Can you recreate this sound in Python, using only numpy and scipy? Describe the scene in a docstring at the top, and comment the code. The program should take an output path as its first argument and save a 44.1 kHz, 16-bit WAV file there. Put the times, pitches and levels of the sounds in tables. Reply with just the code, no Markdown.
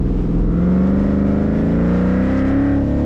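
"""An eight-cylinder car goes to full throttle, climbs in revs and lifts off, heard from a microphone on its body.
Exhaust: sines at multiples of the four-stroke cycle, weighted by throttle, revs and fixed resonances of exhaust
and cabin. Intake rasp: high multiples and firing-modulated noise. Wind and road: shaped noise rumble and hiss.
One low body boom, a brief treble rustle and, after the lift, a thin high squeal. The input clips."""
import sys
import numpy as np
from scipy.fft import rfft, irfft, next_fast_len
from scipy.io import wavfile
from scipy.ndimage import map_coordinates

SR = 44100
rng = np.random.default_rng(int(sys.argv[2]) if len(sys.argv) > 2 else 0)


def transcribe(signal):
    """Save signal, clipped to [-1, 1], as a 16-bit WAV file at the path in sys.argv[1]."""
    frames = np.atleast_2d(signal).T
    limited = np.clip(frames, -1, 1)
    pcm = np.round(limited * 32767).astype(np.int16)
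    wavfile.write(sys.argv[1], SR, pcm)


N = 134505
TIME = np.arange(N) / SR
CYLINDERS = 8

# Low multiples of the cycle: multiple, part_throttle_db, full_low_revs_db, full_middle_revs_db,
# full_high_revs_db, lifted_db
MULTIPLES = [(2, 7.5, -9.5, 5.5, 1.5, 5.0), (3, -0.5, 5.5, -0.5, 7.5, 4.5), (4, -3.5, -2.5, 1.5, -6.0, 5.0),
             (5, -1.5, -4.0, -5.5, -0.5, -1.5), (6, 2.5, 2.5, 10.5, 4.5, 4.0),
             (7, -1.0, -3.5, 0.0, -1.0, 15.0), (8, 5.5, 11.0, 16.0, 10.5, 3.5),
             (9, -6.5, -5.0, -3.5, 3.0, 5.0), (10, 3.5, 6.0, 3.5, -3.0, -4.5),
             (11, 4.5, 5.5, -5.5, -0.5, -9.5), (12, -3.0, -3.5, -0.5, -6.5, -7.5),
             (13, -2.5, -6.0, -5.0, 6.0, -1.0), (14, -2.0, 0.0, 8.0, -2.0, 3.5),
             (15, -3.0, -2.0, 8.0, -2.5, -1.5), (16, -4.0, 4.0, 11.0, 2.5, -2.5),
             (17, -4.0, -2.0, -8.5, -1.5, 5.5), (18, -1.5, -6.0, -0.5, 3.0, 4.0),
             (19, -8.5, 3.5, 2.5, -0.5, -11.0), (20, 0.0, -0.5, -8.0, -3.5, -5.5),
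             (21, 3.0, -4.0, -6.0, 6.0, -2.0), (22, -8.5, 0.5, 5.0, -3.5, -8.0),
             (23, -0.5, -0.5, 1.0, 1.0, -9.0), (24, -8.0, -2.5, 4.0, -1.0, -7.0)]


def amp(db):
    """Decibels to amplitude ratio."""
    return 10 ** (np.asarray(db) / 20)


def unit(x):
    """Scale to rms 1."""
    return x / np.sqrt(np.mean(x ** 2) + 1e-20)


def curve(rows):
    """(time_s, value) rows, interpolated to one value per sample."""
    return np.interp(TIME, *np.transpose(rows))


def along(points, hz):
    """(freq_hz, level_db) points, interpolated in dB on a log frequency axis."""
    point_hz, point_db = np.transpose(points)
    return np.interp(np.log(hz + 1), np.log(point_hz + 1), point_db)


def wobble(rate_hz):
    """Random curve: Gaussian knots, rate_hz a second, joined by straight lines."""
    knots = rng.standard_normal(int(N * rate_hz / SR) + 4)
    return map_coordinates(knots, [TIME * rate_hz], order=1)


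def filtered(x, response):
    """Zero-phase filter: spectrum times a real response of frequency."""
    size = next_fast_len(N + 8192)
    hz = np.fft.rfftfreq(size, 1 / SR)
    return irfft(rfft(x, size) * response(hz), size)[:N]


def noise(spectrum):
    """Coloured noise of rms 1."""
    return unit(filtered(rng.standard_normal(N), lambda hz: amp(along(spectrum, hz))))


def unsteady(phase, shimmer_db, drift_rad, rate_hz):
    """Sine of random start phase whose level and phase wander."""
    level = amp(shimmer_db * wobble(rate_hz))
    start_rad = rng.uniform(0, 2 * np.pi)
    return level * np.sin(phase + start_rad + drift_rad * wobble(rate_hz))


def revving(cycle_hz, low_hz, high_hz):
    """0 at low revs, 1 at high revs, linear between."""
    return np.clip((cycle_hz - low_hz) / (high_hz - low_hz), 0, 1)


def bump(centre_s, half_width_s):
    """Gaussian envelope; half width to 1/e."""
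    return np.exp(-((TIME - centre_s) / half_width_s) ** 2)


def crank():
    """Rate and phase of the four-stroke cycle, in which every cylinder fires once."""
    # Engine speed: time_s, firing_rate_hz
    firing_rate = [(0, 163), (.18, 164), (.3, 167.5), (.4, 166.6), (.55, 170.3), (.68, 182), (.82, 187.8),
                   (.97, 197.6), (1.1, 200.9), (1.29, 200.8), (1.42, 208.6), (1.74, 226.2), (1.96, 241.3),
                   (2.05, 243.7), (2.22, 254.6), (2.33, 263.6), (2.45, 266), (2.64, 280.8), (2.73, 280.5),
                   (2.82, 277.2), (3.05, 284.5)]
    cycle_hz = curve(firing_rate) / CYLINDERS
    return cycle_hz, 2 * np.pi * np.cumsum(cycle_hz) / SR


def exhaust():
    """Low multiples patterned by throttle and revs; those crossing a body resonance are lifted."""
    # Exhaust and cabin resonances: freq_hz, response_db
    resonances = [(45, -29.0), (70, -29.2), (100, -31.4), (130, -33.5), (160, -31.9), (187, -25.4),
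                  (215, -35.0), (245, -39.6), (278, -26.5), (310, -31.8), (350, -35.7), (400, -38.9),
                  (450, -42.8), (490, -36.6), (550, -36.0), (620, -41.0), (680, -47.8), (850, -50.7)]
    # Low, middle and high revs: cycle_hz
    revs_hz = [24, 29, 35]
    open_s, open_takes_s = .5, .13
    lift_s, lift_takes_s = 2.77, .11
    part_rad, loaded_rad, lifted_rad = .4, .08, .15  # phase wander
    shimmer_db_per_rad, gain_db = 8.5, 0.5
    cycle_hz, phase = crank()
    opened = np.clip((TIME - open_s) / open_takes_s, 0, 1)
    lifted = np.clip((TIME - lift_s) / lift_takes_s, 0, 1)
    part, full = 1 - opened, opened - lifted
    rough_rad = part * part_rad + full * loaded_rad + lifted * lifted_rad
    out = np.zeros(N)
    for k, part_db, *full_db, lifted_db in MULTIPLES:
        loaded_db = np.interp(cycle_hz, revs_hz, full_db)
        source_db = part * part_db + full * loaded_db + lifted * lifted_db
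        tone = unsteady(k * phase, shimmer_db_per_rad * rough_rad, rough_rad, rate_hz=14)
        out += amp(source_db + along(resonances, k * cycle_hz)) * tone
    return np.sqrt(2) * amp(gain_db) * out  # sqrt(2): sine levels as rms


def rasp():
    """Intake: swelling high multiples and firing-modulated air noise, brightening with revs."""
    # Rasp level: time_s, level_db
    rasp_level = [(0, -51), (.46, -43), (.71, -36), (1.68, -38.5), (1.81, -34), (2.54, -32.5), (2.73, -35),
                  (2.83, -48), (3.05, -47.5)]
    # Intake response at low revs: freq_hz, response_db
    intake_low = [(500, -13.5), (700, 13.5), (800, -14.5), (920, 6.5), (1050, -2), (1250, 3), (1400, 2.5),
                  (1550, -12.5), (1860, -12), (2190, -6), (2680, -16.5), (5000, -44)]
    # Intake response at high revs: freq_hz, response_db
    intake_high = [(700, -18.5), (900, -18.5), (1050, -6.5), (1290, 1.5), (1450, -0.5), (1620, -2.5),
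                   (1730, -5.5), (1860, 1.5), (2100, -7), (2800, -22), (5000, -44.5)]
    # High multiples that stand out: multiple
    strong_multiples = [27, 39, 45, 48, 52, 56, 59, 63]
    strong_db, swell_db, breath_db = 6.5, 4.8, -13  # breath: relative to the lines
    cycle_hz, phase = crank()
    lines = np.zeros(N)
    for k in range(len(MULTIPLES) + 2, 96):
        line_db = strong_db * (k in strong_multiples) + swell_db * wobble(3.74)
        lines += amp(line_db) * unsteady(k * phase, shimmer_db=1.2, drift_rad=.18, rate_hz=14)
    gate = 1 + 1.4 * np.cos(CYLINDERS * phase)  # one cycle per firing
    breath = unit(filtered(gate * rng.standard_normal(N), lambda hz: hz < 3300))
    mix = unit(lines) + amp(breath_db) * breath
    low = unit(filtered(mix, lambda hz: amp(along(intake_low, hz))))
    high = unit(filtered(mix, lambda hz: amp(along(intake_high, hz))))
    bright = revving(cycle_hz, low_hz=19.6, high_hz=33)
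    return amp(curve(rasp_level)) * (low + bright * (high - low))


def rumble():
    """Wind and road: low noise of lumpy level."""
    # Rumble colour: freq_hz, relative_db
    rumble_spectrum = [(22, 6), (32, 12.5), (45, 5.5), (70, 0.5), (130, -5.5), (250, -7.5), (600, -13),
                       (1000, -60.5)]
    # Rumble level before wobble: time_s, level_db
    rumble_level = [(0, -34.5), (.2, -24), (.5, -30.5), (1.3, -31), (1.45, -35.5), (1.62, -26.5),
                    (2, -31.5), (2.6, -28.5), (2.85, -25.5), (3.05, -31.5)]
    return amp(curve(rumble_level) + 2.2 * wobble(9.9)) * noise(rumble_spectrum)


def hiss():
    """Wind and road: broadband noise of flickering level."""
    # Hiss colour: freq_hz, relative_db
    hiss_spectrum = [(300, -17), (700, -0.5), (2500, -18), (3900, -24), (4600, -27.5), (5300, -26.5),
                     (6200, -32), (7100, -32.5), (8200, -38.5), (10000, -46.5), (16000, -77.5)]
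    # Hiss level before wobble: time_s, level_db
    hiss_level = [(0, -42.5), (.5, -43), (.65, -40.5), (2.3, -37.5), (2.75, -40), (3.05, -40.5)]
    return amp(curve(hiss_level) + 1.5 * wobble(25)) * noise(hiss_spectrum)


def boom():
    """Body panel booms once over a bump: a low sine under a Gaussian envelope."""
    centre_s, half_width_s, pitch_hz, level_db = 0.034, .06, 60.6, -17.5
    tone = unsteady(2 * np.pi * pitch_hz * TIME, shimmer_db=-2.0, drift_rad=0.36, rate_hz=24)
    return amp(level_db) * bump(centre_s, half_width_s) * tone


def rustle():
    """Short treble rustle: band noise under a Gaussian envelope."""
    centre_s, half_width_s, level_db = 2.385, .022, -50.5  # level: rms before the envelope
    centre_hz, half_width_hz = 4580, 2792
    band = filtered(rng.standard_normal(N), lambda hz: np.exp(-((hz - centre_hz) / half_width_hz) ** 2))
    return amp(level_db) * unit(band) * bump(centre_s, half_width_s)


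def squeal():
    """Thin high tone after the lift: an unsteady sine that fades in and stays."""
    start_s, rise_s, pitch_hz, level_db = 2.86, 0.055, 7070, -69
    fade = np.clip((TIME - start_s) / rise_s, 0, 1)
    tone = unsteady(2 * np.pi * pitch_hz * TIME, shimmer_db=2.5, drift_rad=1.2, rate_hz=60)
    return amp(level_db) * fade * tone


def scene():
    """Sum of all sources, one channel."""
    engine = exhaust() + rasp()
    air = rumble() + hiss()
    return (engine + air + boom() + rustle() + squeal())[None]


def record(dry):
    """Microphone loses the deepest bass, input clips hard, nothing passes above the band limit."""
    low_cut_hz, top_hz = 18, 15800
    clip_db, clip_knee = -9.7, 14  # higher knee: sharper clip
    heard = filtered(dry[0], lambda hz: hz ** 6 / (hz ** 6 + low_cut_hz ** 6))
    overload = np.abs(heard / amp(clip_db))
    clipped = heard / (1 + overload ** clip_knee) ** (1 / clip_knee)
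    return filtered(clipped, lambda hz: hz < top_hz)[None]


dry = scene()
out = record(dry)
transcribe(out)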